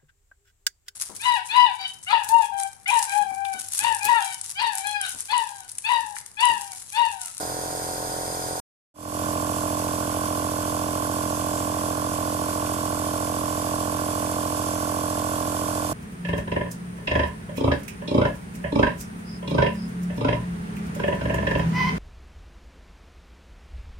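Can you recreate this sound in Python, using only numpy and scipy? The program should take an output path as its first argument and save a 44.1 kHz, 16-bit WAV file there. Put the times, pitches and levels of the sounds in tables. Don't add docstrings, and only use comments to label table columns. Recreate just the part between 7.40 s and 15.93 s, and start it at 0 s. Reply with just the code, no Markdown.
import sys
import numpy as np
from scipy import signal
from scipy.fft import rfft, irfft, next_fast_len
from scipy.io import wavfile

SR = 44100
rng = np.random.default_rng(int(sys.argv[2]) if len(sys.argv) > 2 else 0)


def store_pcm(level_fs):
    pcm = np.round(np.clip(level_fs, -1, 1) * 32767).astype(np.int16)
    wavfile.write(sys.argv[1], SR, np.atleast_2d(pcm).T)


N = 376173
FIRST_CRANK_HZ, SECOND_CRANK_HZ, MAINS_HZ = 43.53, 43.1364, 50
STOP_S, RESUME_S, FADE_IN_S = 1.202, 1.54, .3
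SHAKE_TOP_HZ, SWEEP_FROM_HZ, FLUTTER_FROM_HZ = 190, 580, 930

# (multiple of the crank rate, left relative level [dB], right [dB])
FIRST_HARMONICS = [(1, -55, -51), (2, -54, -50), (3, -48, -46), (4, -59, -51), (5, -57, -59), (6, -64, -49),
                   (7, -45, -42), (8, -56, -54), (9, -51, -49), (10, -44, -44), (11, -52, -46),
                   (12, -44, -44), (13, -46, -44), (14, -44, -47), (15, -45, -45), (16, -52, -49),
                   (17, -37, -41), (18, -49, -50), (19, -61, -55), (20, -50, -52), (21, -44, -46),
                   (22, -54, -58), (23, -46, -50), (24, -48, -53), (25, -48, -52)]
SECOND_HARMONICS = [(1, -53, -50), (2, -40, -40), (3, -44, -41), (4, -49, -40), (5, -48, -44),
                    (6, -49, -38), (7, -35, -33), (8, -56, -49), (9, -49, -48), (10, -49, -49),
                    (11, -46, -44), (12, -46, -46), (13, -52, -39), (14, -39, -36), (15, -44, -36),
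                    (16, -45, -39), (17, -51, -40), (18, -47, -44), (19, -53, -45), (20, -50, -43),
                    (21, -49, -41), (22, -59, -50), (23, -58, -49), (24, -47, -37), (25, -45, -39),
                    (26, -49, -39), (27, -48, -44), (28, -56, -53)]
def pump(t, turns, harmonics, shake_lead, flutter_lead, flutter_db, hurry_s, throb, uneven,
         smear_rad, side_smear_rad, sweep_s_per_hz, left_lag_s):
    harmonics = np.array(harmonics, float)
    phases = minimum_phase(harmonics[:, 1:].mean(axis=1)) + np.pi / 4
    crank_hz = (turns[-1] - turns[0]) / (t[-1] - t[0])
    beat = 2 * np.pi * (2 * MAINS_HZ * t - 2 * turns)
    turns = turns + crank_hz * hurry_s * np.sin(beat)
    puff_force = throb * np.cos(beat) + uneven * drift(t, crank_hz)
    flutter_force = uneven * drift(t, crank_hz)
    out = np.zeros((2, len(t)))
    for k, (row, phase) in enumerate(zip(harmonics, phases), 1):
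        hz = k * crank_hz
        if hz > FLUTTER_FROM_HZ:
            angle = 2 * np.pi * k * (turns + flutter_lead)
            swell = from_db(flutter_db) * (1 + flutter_force)
        else:
            treble = min(hz / 600, 1)
            angle = 2 * np.pi * k * (turns + shake_lead * (hz < SHAKE_TOP_HZ)) + phase
            angle += np.pi * sweep_s_per_hz * max(hz - SWEEP_FROM_HZ, 0) ** 2
            angle += smear_rad * rng.standard_normal()
            angle = angle + side_smear_rad * treble * rng.standard_normal((2, 1))
            swell = 1 + puff_force * treble ** 2
        lag = 2 * np.pi * hz * left_lag_s * np.array([[1], [0]])
        out -= np.sqrt(2) * from_db(row[1:, None]) * swell * np.cos(angle - lag)
    return out


def crank(t, crank_hz, puff_s):
    return crank_hz * (t - puff_s + .00002 * drift(t, 11))


def minimum_phase(level_db):
    roll_off = level_db[-1] - np.minimum(np.arange(1, 40), 20)
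    log_gain = np.log(from_db(np.r_[level_db[0] - 10, level_db, roll_off]))
    cepstrum = irfft(log_gain)
    causal_half = cepstrum[:len(cepstrum) // 2]
    return 2 * rfft(causal_half, len(cepstrum)).imag[1:len(level_db) + 1]


# (frequency [Hz], left relative density [dB], right [dB])
FIRST_HISS = [(2310, -80.5, -84), (2960, -93.5, -84.5), (3400, -79.5, -76.5), (3900, -80, -82.5),
              (4500, -76, -78), (5800, -77.5, -76.5), (6970, -72.5, -77), (7700, -86, -74.5),
              (9200, -84, -71.5), (10470, -79.5, -75), (11600, -81.5, -74.5), (12700, -102, -78),
              (13560, -86, -78), (14400, -102, -87.5)]
SECOND_HISS = [(2420, -82.5, -77.5), (2600, -84, -76.5), (3700, -76.5, -73), (3800, -75, -79.5),
               (4220, -80, -73), (6200, -74.5, -79), (7500, -83, -71.5), (8100, -81, -69.5),
               (9800, -87, -69.5), (9530, -102, -77), (11770, -77.5, -72), (12650, -90, -75.5),
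               (13500, -114, -70.5), (14400, -102, -88)]
# (frequency [Hz], width [Hz], left lift [dB], right lift [dB])
FIRST_CAVITIES = [(4930, 160, 12.5, 2.5), (6200, 230, -0.5, 8), (8520, 340, -2.5, 10.5),
                  (9500, 250, 4.5, 2)]
SECOND_CAVITIES = [(3866, 170, -16, -15), (4930, 400, 5, 0.5), (5940, 580, 2.5, 6), (7415, 320, 7, 6.5),
                   (10900, 440, 1, 11.5)]
def jet(t, spectrum, cavities, low_hz, coherence, left_lag_s):
    return turbulence(t, spectrum, cavities, low_hz, 16000, coherence, left_lag_s)


# (middle time [s], duration [s], frequency [Hz], lift [dB])
HAND_REFLECTIONS = [(2.15, .35, 7400, 2), (2.45, 0.65, 6300, 1), (3.96, 0.32, 6200, 3),
                    (4.17, .35, 7400, 3), (7.31, 0.49, 6200, 3.5)]
def past_hand(t, hiss):
    out = hiss
    for middle_s, duration_s, centre_hz, lift_db in HAND_REFLECTIONS:
        swell = np.cos(np.pi * np.clip((t - middle_s) / duration_s, -.5, .5)) ** 2
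        band = signal.lfilter(*signal.iirpeak(centre_hz, Q=6.8, fs=SR), hiss)
        out = out + (from_db(lift_db * swell) - 1) * band
    return out


# (frequency [Hz], left density [dB], right density [dB])
FIRST_CHURN = [(20, -86.5, -87), (90, -72.5, -66.5), (250, -75.5, -71.5), (644, -74, -65),
               (1000, -64.5, -69.5), (1220, -73, -70.5), (1460, -65, -73.5), (1965, -81, -78),
               (2390, -100, -100)]
SECOND_CHURN = [(20, -81, -78), (90, -75, -71), (160, -75, -71), (235, -69, -65), (300, -74, -71),
                (400, -75, -73), (650, -73, -69), (900, -77, -72), (1080, -73, -68), (1260, -76, -73),
                (1450, -73, -67), (1650, -77, -73), (1900, -85, -81), (2400, -100, -100)]
def churn(t, turns, spectrum, high_hz, coherence, left_lag_s, depth, peak_turns):
    flow = 1 + depth * np.cos(2 * np.pi * (turns - peak_turns))
    return flow * turbulence(t, spectrum, [], 15, high_hz, coherence, left_lag_s)


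# (angle after the puff [turns], frequency [Hz], width [Hz],
# decay time [s], relative level [dB], spit of air over ring [ratio])
CRANK_TICKS = [(.43, 2900, 1100, .0012, -54, .8), (.82, 2900, 1100, .0015, -54, .8),
               (.62, 2700, 900, .0025, -58, .6), (.01, 1440, 200, .004, -45.3, .8),
               (.37, 8000, 5000, .0005, -55, 1.5), (.62, 7500, 5000, .002, -51, 1.5)]
def ticks(turns, uneven_db, left_db):
    out, age = np.zeros((2, len(turns))), np.arange(SR // 50) / SR
    for angle, hz, width_hz, decay_s, level_db, spit_ratio in CRANK_TICKS:
        hits = np.diff(np.floor(turns - angle), prepend=np.floor(turns[0] - angle))
        hits *= from_db(uneven_db * rng.standard_normal(len(turns)))
        decay = np.exp(-age / decay_s)
        response = decay * rng.standard_normal((2, len(age)))
        ring = signal.fftconvolve(hits[None], response, axes=1)[:, :len(turns)]
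        spit = signal.fftconvolve(hits, decay)[:len(turns)] * rng.standard_normal(out.shape)
        band = signal.butter(2, [hz - width_hz / 2, hz + width_hz / 2], "band", fs=SR, output="sos")
        out += from_db(level_db) * unit_rms(signal.sosfilt(band, ring + spit_ratio * spit))
    return out * from_db([[left_db], [0]])


# (multiple of the mains rate, left level [dB], right level [dB])
FIRST_HUM = [(2, -56, -55), (4, -59, -56)]
SECOND_HUM = [(2, -42, -44), (4, -52, -50.5)]
def hum(t, partials):
    return sum(np.sqrt(2) * from_db([[left], [right]]) * np.sin(2 * np.pi * k * MAINS_HZ * t)
               for k, left, right in partials)


def turbulence(t, spectrum, resonances, low_hz, high_hz, coherence, left_lag_s):
    size = next_fast_len(len(t))
    hz = np.maximum(np.arange(size // 2 + 1) * SR / size, 1)
    shared, *own = rfft(rng.standard_normal((3, size)))
    spectrum, sides = np.array(spectrum, float), []
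    passband = 1 / np.sqrt((1 + (low_hz / hz) ** 12) * (1 + (hz / high_hz) ** 12))
    for side, lag_s in enumerate([left_lag_s, 0]):
        level_db = np.interp(np.log(hz), np.log(spectrum[:, 0]), spectrum[:, side + 1])
        for centre_hz, width_hz, *lift_db in resonances:
            level_db += lift_db[side] / (1 + (2 * (hz - centre_hz) / width_hz) ** 2)
        delayed = shared * np.exp(-2j * np.pi * hz * lag_s)
        noise = np.sqrt(coherence) * delayed + np.sqrt(1 - coherence) * own[side]
        sides.append(irfft(noise * from_db(level_db) * passband, size)[:len(t)])
    return np.sqrt(SR / 2) * np.array(sides)


def drift(t, rate_hz):
    knots = rng.standard_normal(2000)
    return 1.2 * np.interp((t - t[0]) * rate_hz, np.arange(len(knots)), knots)


def from_db(db):
    return 10 ** (np.asarray(db) / 20)


def unit_rms(x):
    return x / np.sqrt(np.mean(x ** 2) + 1e-20)


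def first_spot(t):
    turns = crank(t, FIRST_CRANK_HZ, puff_s=.0068)
    drone = pump(t, turns, FIRST_HARMONICS, shake_lead=.11, flutter_lead=.2056, flutter_db=-3,
                 hurry_s=.00008, throb=.13, uneven=.054, smear_rad=.27, side_smear_rad=.12,
                 sweep_s_per_hz=1e-6, left_lag_s=.00024)
    air = churn(t, turns, FIRST_CHURN, high_hz=2400, coherence=.71, left_lag_s=.00039,
                depth=.069, peak_turns=.05)
    hiss = jet(t, FIRST_HISS, FIRST_CAVITIES, low_hz=1900, coherence=.35, left_lag_s=.000417)
    hiss *= from_db(.5 + .52 * drift(t, 60))
    return from_db(-.24) * drone + hiss + air + hum(t, FIRST_HUM)


def second_spot(t):
    turns = crank(t, SECOND_CRANK_HZ, puff_s=1.6588)
    drone = pump(t, turns, SECOND_HARMONICS, shake_lead=.045, flutter_lead=.218, flutter_db=3,
                 hurry_s=.00012, throb=.18, uneven=.093, smear_rad=.24, side_smear_rad=.13,
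                 sweep_s_per_hz=6.5e-6, left_lag_s=.00033)
    air = churn(t, turns, SECOND_CHURN, high_hz=2450, coherence=.92, left_lag_s=.00016,
                depth=.075, peak_turns=.0093)
    hiss = jet(t, SECOND_HISS, SECOND_CAVITIES, low_hz=1700, coherence=.32, left_lag_s=.000298)
    hiss = past_hand(t, hiss) * from_db(-2 + .59 * drift(t, 60))
    rattle = ticks(turns, uneven_db=2.5, left_db=-.5)
    return from_db(.02) * drone + hiss + air + rattle + hum(t, SECOND_HUM)


def scene():
    t, out = np.arange(N) / SR, np.zeros((2, N))
    stop, resume = int(STOP_S * SR), int(RESUME_S * SR)
    out[:, :stop] = first_spot(t[:stop]) * np.clip((STOP_S - t[:stop]) / .003, 0, 1)
    out[:, resume:] = second_spot(t[resume:]) * np.clip((t[resume:] - RESUME_S) / FADE_IN_S, 0, 1)
    return out


def record(dry):
    return signal.sosfilt(signal.ellip(12, .1, 90, 14400, fs=SR, output="sos"), dry + 1e-18)


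dry = scene()
out = record(dry)
store_pcm(out)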